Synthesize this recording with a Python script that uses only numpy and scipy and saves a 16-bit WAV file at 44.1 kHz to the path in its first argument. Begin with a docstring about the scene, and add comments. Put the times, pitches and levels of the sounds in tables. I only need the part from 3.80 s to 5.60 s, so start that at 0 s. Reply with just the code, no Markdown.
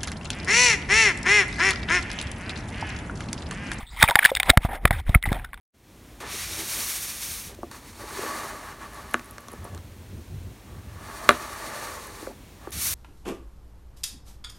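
"""In the sea, a camera in a waterproof case plunges under. After faint squeaks of spray, water slaps
the case, air pockets ring as bubbles and pressure surges thump the microphone; eddies throb briefly.
Underneath runs a rumbling churn of tiny bubbles that thins out as the case sinks.
The recorder overloads on the loudest blows and mirrors the near-mono sound into a gritty treble."""
import sys
import numpy as np
from scipy import signal
from scipy.fft import rfft, irfft, next_fast_len
from scipy.io import wavfile
from scipy.ndimage import uniform_filter1d

SR = 44100
rng = np.random.default_rng(int(sys.argv[2]) if len(sys.argv) > 2 else 0)


def pcm_store(signal):
    """Save signal as 16-bit PCM."""
    levels = np.round(np.clip(np.atleast_2d(signal), -1, 1) * 32767)
    wavfile.write(sys.argv[1], SR, levels.astype(np.int16).T)


N = 79380

# fader moves for the churning water: t/s, gurgle/dB, fizz/dB, rumble before its trim/dB
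CHURN_FADERS = [(0, -39.5, -42, -47.5), (0.034, -57, -47.5, -45.5), (.07, -77, -62, -50.5),
                (.14, -54, -49.5, -41.5), (.19, -59, -36.5, -46), (0.202, -50.5, -28, -31),
                (0.211, -48, -25.5, -49), (0.226, -41, -20, -45), (.265, -48, -38, -44),
                (.29, -21, -40, -47), (.338, -47.5, -43, -59), (.43, -43, -34.5, -54),
                (0.498, -48, -31, -51), (0.513, -50.5, -45, -56), (.58, -52, -50.5, -33),
                (.63, -46, -45.5, -48.5), (.67, -42, -35.5, -35.5), (.74, -52, -50.5, -55),
                (.795, -51, -64, -47.5), (0.81, -49, -48.5, -31.5), (0.846, -79, -35, -54),
                (.885, -54, -56, -35.5), (.889, -31, -55, -29), (0.957, -32.5, -36, -39),
                (0.997, -54.5, -68.5, -43), (1.045, -46.5, -50.5, -27), (1.095, -56.5, -62, -37.5),
                (1.135, -43.5, -45.5, -32.5), (1.204, -47, -40, -36.5), (1.218, -81, -61, -42.5),
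                (1.251, -61, -62.5, -47), (1.28, -51, -43.5, -28), (1.37, -47, -49.5, -38.5),
                (1.41, -70, -72, -51.5), (1.47, -63.5, -44.5, -23.5), (1.55, -33.5, -43, -30),
                (1.62, -49.5, -53, -36.5), (1.69, -64.5, -62.5, -43), (1.8, -63.5, -63, -46)]
# tone of the larger bubbles, the small ones and the flow past the case: f/Hz, gain/dB
GURGLE_EQ = [(150, -2.5), (400, -8), (600, -3.5), (780, 4.5), (1050, -8), (1800, -0.5), (3000, -21),
             (6000, -46.5)]
FIZZ_EQ = [(300, -29), (900, 0), (1500, -8.5), (2100, 1), (2800, -8.5), (3500, -2), (4400, -8),
           (5500, -8.5)]
RUMBLE_EQ = [(15, -8.5), (40, 14.5), (100, -5), (200, -11.5), (400, -16), (1500, -54)]
# pressure surges on the case: t/s, level before filtering/dB, build-up/s, release/s
SURGE_CUES = [(0.03, -11, 0.014, 0.017), (0.137, -21, 0.0047, 0.0077), (.237, -1, 0.001, 0.0012),
              (.298, -27, 0.0005, 0.0011), (0.356, -7.5, 0.00032, 0.00048), (.703, -1, 0.012, 0.0015),
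              (0.7741, 8.5, 0.00029, 0.0021), (.85, -3, 0.0002, .004), (1.053, 1.5, 0.00037, 0.0035),
              (1.1096, -5, 0.00033, 0.009), (1.2954, 1, 0.0025, 0.0031), (1.3575, 7, 0.0022, 0.0035),
              (1.477, -7, 0.00085, 0.0077), (1.5187, 2, 0.0002, 0.0005), (1.588, -19, 0.0023, 0.0012),
              (1.63, -23, 0.0025, 0.0034)]
# squeaks of spray before the plunge: t/s, level/dB, f/Hz, decay/s
SQUEAK_CUES = [(.068, -45, 3630, 0.019), (0.09, -49.5, 3900, 0.042), (0.108, -53, 4890, 0.049)]
# water slapping the case: t/s, level/dB, ring f/Hz, rise/s, decay/s, spray send/dB
SLAP_CUES = [(0.2287, 7, 1574, .0013, 0.0012, -6), (.2395, -18.5, 1970, .001, 0.009, -5),
             (0.288, -14.5, 1900, .002, 0.0047, -14), (.299, -20, 895, .001, .002, 0.5),
             (0.3094, -11.5, 1380, 0.00025, 0.0017, -8.5), (.356, 3.5, 1700, .0002, 0.0019, -13),
             (0.3923, -4.5, 1800, 0.0011, 0.0015, -24), (.431, -16, 1665, .004, 0.0033, -21),
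             (0.4442, -13.5, 2890, .0005, 0.0032, -10), (0.4509, -5.5, 1784, 0.00054, 0.0012, -5.5),
             (.458, -1.5, 1955, .0004, .0018, -6.5), (.469, -39, 2030, .0005, .002, 12.5),
             (0.504, -43, 2160, .003, 0.001, 16), (0.5516, -18.5, 3960, .0004, 0.0017, 5),
             (0.5632, -24, 2050, .0005, 0.0066, -5), (0.5706, -16, 1850, .0004, 0.0017, -3.5),
             (0.6, -11, 2210, .0002, 0.0026, -6), (0.6317, -15.5, 1540, .0002, 0.0011, -1.5),
             (.6955, -11.5, 1900, 0.00089, 0.001, -7.5), (.701, -11.5, 252, 0.0084, 0.0044, -14),
             (0.7034, 4, 1787, .002, 0.00057, 0), (0.712, -24, 2000, .002, 0.0023, -8.5),
             (0.7737, 1, 1675, .0002, 0.0014, -11), (0.7745, -13, 556, .0003, 0.0026, -25),
             (.8493, -21, 680, .0002, 0.0081, -19.5), (1.0542, -3, 1775, .0002, 0.0019, -14.5),
             (1.0547, -6.5, 740, 0.00021, 0.0026, -16), (1.0783, -27, 2000, 0.0029, 0.0027, -7),
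             (1.108, -13, 1740, .0002, 0.0021, -39), (1.1088, -14.5, 702, 0.00023, 0.005, -18),
             (1.1274, -27.5, 1733, .0004, 0.016, -12.5), (1.2664, -38.5, 1430, 0.00032, .003, -18),
             (1.2937, -24.5, 540, .0005, 0.0037, -10.5), (1.3477, -13, 1880, .0004, 0.0034, -36),
             (1.4272, -29, 2840, 0.00025, 0.00063, 4), (1.459, -26, 820, .0003, 0.0098, -10.5),
             (1.5183, -25.5, 556, .0003, 0.012, -19), (1.5291, -19, 1400, .0002, 0.0011, -2.5),
             (1.5971, -33, 1500, .0003, 0.0022, -21), (1.6473, -30, 1500, .001, 0.0031, -8.5),
             (1.691, -50, 1500, .0005, 0.0028, -11), (1.7324, -28, 1600, .0002, 0.0015, -27),
             (1.7423, -31, 1400, .0003, 0.0022, -5.5), (1.776, -42, 1300, .0003, .003, -12.5)]
# tone of the slapped case and of the spray on top: f/Hz, gain/dB
CASE_EQ = [(100, -4.5), (250, -13.5), (430, -12.5), (720, 4), (1100, -2.5), (2200, 2.5), (2700, -7.5),
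           (3500, -5.5), (4400, -9), (5300, -21.5), (6000, -16)]
SPRAY_EQ = [(1200, -12), (2600, -14), (3300, -1.5), (3650, 10), (4100, -12), (4800, -8.5), (5350, -9),
            (5900, -21.5)]
# single bubbles: t/s, level/dB, starting f/Hz, swell/s, decay/s
BUBBLE_CUES = [(0.2384, -6, 866, 0.0015, 0.0035), (.2387, -5, 1133, 0.00067, .0035),
               (0.2777, -10, 2330, 0.0005, 0.0038), (0.287, -21, 1700, .001, .003),
               (0.3129, -13, 920, 0.00054, 0.0053), (0.3558, 0.5, 1614, 0.00043, 0.0018),
               (0.365, -18, 805, 0.0015, 0.0061), (0.389, -4, 1890, 0.0014, 0.0015),
               (0.4505, -1, 1630, 0.0013, 0.0023), (0.5169, -16.5, 520, 0.00067, 0.0082),
               (0.601, -12, 747, 0.0021, 0.003), (.6002, -12.5, 2350, 0.0007, .003),
               (.678, -17, 649, 0.0065, 0.014), (.732, -28.5, 712, .004, 0.012),
               (1.0746, -28, 1270, .0015, 0.0029), (1.331, -30, 2010, 0.0024, 0.0018),
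               (1.344, -15.5, 1349, 0.00036, .004), (1.3468, -18.5, 696, 0.00062, 0.0034),
               (1.349, -16, 1270, 0.0016, 0.0046), (1.3478, -3.5, 2118, 0.00082, .003),
               (1.4278, -16, 2050, .0006, 0.0028), (1.4381, -16, 1950, 0.00063, 0.0037),
               (1.4552, -13.5, 1975, 0.00071, 0.0018), (1.4885, -24, 1970, .0015, 0.002),
               (1.644, -28.5, 1434, 0.0006, 0.0082), (1.7327, -28.5, 1094, 0.00043, 0.0035)]
# water fluttering past the case: t/s, length/s, level/dB, centre f/Hz
FLUTTER_CUES = [(1.126, 0.097, -27.5, 97.2)]
# tone of the recorder's input: f/Hz, gain/dB
RECORDER_EQ = [(200, -1), (400, -4), (550, -1), (2000, 1.5), (3200, 2), (4200, -0.5), (5350, 0), (5650, 3),
               (6000, -4)]


def amp(db):
    """Decibels to gain."""
    return 10 ** (np.asarray(db) / 20)


def unit(x):
    """Scale to rms 1."""
    return x / np.sqrt(np.mean(x ** 2) + 1e-20)


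def filtered(x, response):
    """Filter x by a response given as a function of frequency."""
    size = next_fast_len(len(x) + 8192)
    return irfft(rfft(x, size) * response(np.fft.rfftfreq(size, 1 / SR)), size)[:len(x)]


def noise(response, size=N):
    """Filtered noise at rms 1."""
    return unit(filtered(rng.standard_normal(size), response))


def eq(points, hz):
    """Gain at hz of an EQ curve drawn on a log frequency axis."""
    f, db = np.transpose(points)
    return amp(np.interp(np.log(hz + 1), np.log(f), db))


def resonance(f, hz, q):
    """Response of one damped resonance."""
    return 1j * f * hz / q / (hz * hz - f * f + 1j * f * hz / q)


def burst(t, rise, decay):
    """Exponential rise to 1 at t = 0, then exponential decay."""
    return np.exp(np.where(t < 0, t / rise, -t / decay))


def add(track, s, sound):
    """Mix a sound into the track from time s."""
    part = track[max(round(s * SR), 0):][:len(sound)]
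    part += sound[:len(part)]


def even_noise(response, size):
    """Filtered noise with its level ridden flat, so an envelope alone shapes the hit."""
    x = filtered(rng.standard_normal(size), response)
    return x / np.sqrt(np.abs(uniform_filter1d(x * x, size=90)) + 1e-12)


def bubble_swarm(tone, centre_hz, grains_per_s=900, decay_cycles=4.9, wash_db=-6.5):
    """Countless tiny bubbles, each a damped sine, on a wash of noise; rms 1."""
    count = int(grains_per_s * N / SR)
    when, size = rng.random((count, 2)).T
    hz = np.clip(centre_hz * np.exp(0.464 * rng.standard_normal((count, 1))), 200, 6000)
    age = np.arange(1000)  # samples
    cycles = hz * age / SR
    gain = amp(-np.log(1 - .96 * size))[:, None]
    grains = gain * np.sin(2 * np.pi * cycles) * np.exp(-cycles / decay_cycles)
    positions = (when * N).astype(int)[:, None] + age
    cloud = np.bincount(positions.ravel(), grains.ravel())[:N]
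    tint = lambda f: eq(tone, f)
    return unit(unit(filtered(cloud, tint)) + amp(wash_db) * noise(tint))


def churn(rumble_trim_db=1.5):
    """The bed: larger bubbles gurgle, small ones fizz, and the flow past the case rumbles."""
    times, *faders = np.transpose(CHURN_FADERS)
    gurgle, fizz, rumble = [amp(np.interp(np.arange(N) / SR, times, db)) for db in faders]
    flow = noise(lambda f: eq(RUMBLE_EQ, f))
    return (gurgle * bubble_swarm(GURGLE_EQ, centre_hz=820)
            + fizz * bubble_swarm(FIZZ_EQ, centre_hz=2332)
            + amp(rumble_trim_db) * rumble * flow)


def surges(low_hz=50, top_hz=330, damping=1.55):
    """Suction builds and lets go; the microphone leaks slow pressure and swings back with a thump."""
    t = np.arange(N) / SR
    pressure = -sum(amp(db) * burst(t - s, rise, release) for s, db, rise, release in SURGE_CUES)
    leak = lambda f: -f * f / (low_hz ** 2 - f * f + 1j * damping * f * low_hz)
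    return filtered(pressure, lambda f: leak(f) / (1 + (f / top_hz) ** 2))


def squeaks(rise_s=0.002):
    """Spray whistles thinly in narrow bands of noise."""
    t = np.arange(N) / SR
    whistle = lambda hz: noise(lambda f: resonance(f, hz, q=8.8) ** 2)
    return sum(amp(db) * burst(t - s, rise_s, decay) * whistle(hz) for s, db, hz, decay in SQUEAK_CUES)


def slaps(ring_top_hz=4280):
    """Each slap rings the case for a few milliseconds, with brighter spray on top."""
    rings, sprays = np.zeros(N), np.zeros(N)
    t = (np.arange(4096) - 1024) / SR  # pre-roll leaves room for the attack
    for s, db, hz, rise, decay, spray_db in SLAP_CUES:
        envelope = amp(db) * burst(t, rise, decay)
        ring = even_noise(lambda f: resonance(f, hz, q=4) * eq(CASE_EQ, f), len(t))
        spray = even_noise(lambda f: eq(SPRAY_EQ, f), len(t))
        add(rings, s + t[0], envelope * ring)
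        add(sprays, s + t[0], amp(spray_db) * envelope * spray)
    return filtered(rings, lambda f: 1 / (1 + (f / ring_top_hz) ** 2) ** .5) + sprays


def bubbles(glide=0.042, wobble_depth=0.48):
    """A wobbling air pocket swells into a wavering tone whose pitch lifts slightly as it dies."""
    out, t = np.zeros(N), np.arange(SR // 10) / SR
    for s, db, hz, swell, decay in BUBBLE_CUES:
        pitch = hz * (1 + glide * (1 - np.exp(-t / (swell + decay))))
        tone = np.sin(2 * np.pi * np.cumsum(pitch) / SR)
        envelope = np.minimum(t / swell, 1) * np.exp(-np.maximum(t - swell, 0) / decay)
        wobble = noise(lambda f: np.exp(-(f / (0.1 * hz)) ** 2), len(t))
        add(out, s, amp(db) * envelope * (1 + wobble_depth * wobble) * tone)
    return out


def flutter(drift_depth=0.21):
    """Eddies shed by the case make a short, uneven low throb."""
    out = np.zeros(N)
    for s, length, db, hz in FLUTTER_CUES:
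        drift = noise(lambda f: np.exp(-(f / 60) ** 2))[:int(length * SR)]
        phase = 2 * np.pi * np.cumsum(hz * np.exp(drift_depth * drift)) / SR
        add(out, s, amp(db) * signal.windows.tukey(len(phase), .2) * np.sin(phase))
    return out


def scene(width_db=-47):
    """The water mix as heard through the case; left and right are all but identical."""
    water = slaps() + bubbles() + surges() + churn() + flutter() + squeaks()
    side = amp(width_db) * filtered(water, lambda f: 1j * np.sign(f))  # 90-degree phase shift
    return np.array([water + side, water - side])


def record(dry, ceiling=0.88, hold_hz=12000, top_hz=15600):
    """The input clips; slow sample-and-hold then mirrors the sound into the treble as grit."""
    clipped = np.clip(dry, -ceiling, ceiling)
    coloured = [filtered(x, lambda f: eq(RECORDER_EQ, f)) for x in clipped]
    slow = signal.resample_poly(coloured, hold_hz, SR, axis=1)
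    steps = np.repeat(slow, 4, axis=1)
    held = signal.resample_poly(steps, SR, 4 * hold_hz, axis=1)[:, :N]
    high_cut = lambda f: 1 / (1 + (f / top_hz) ** 90)
    return np.array([filtered(x, high_cut) for x in np.clip(held, -1, 1)])


dry = scene()
out = record(dry)
pcm_store(out)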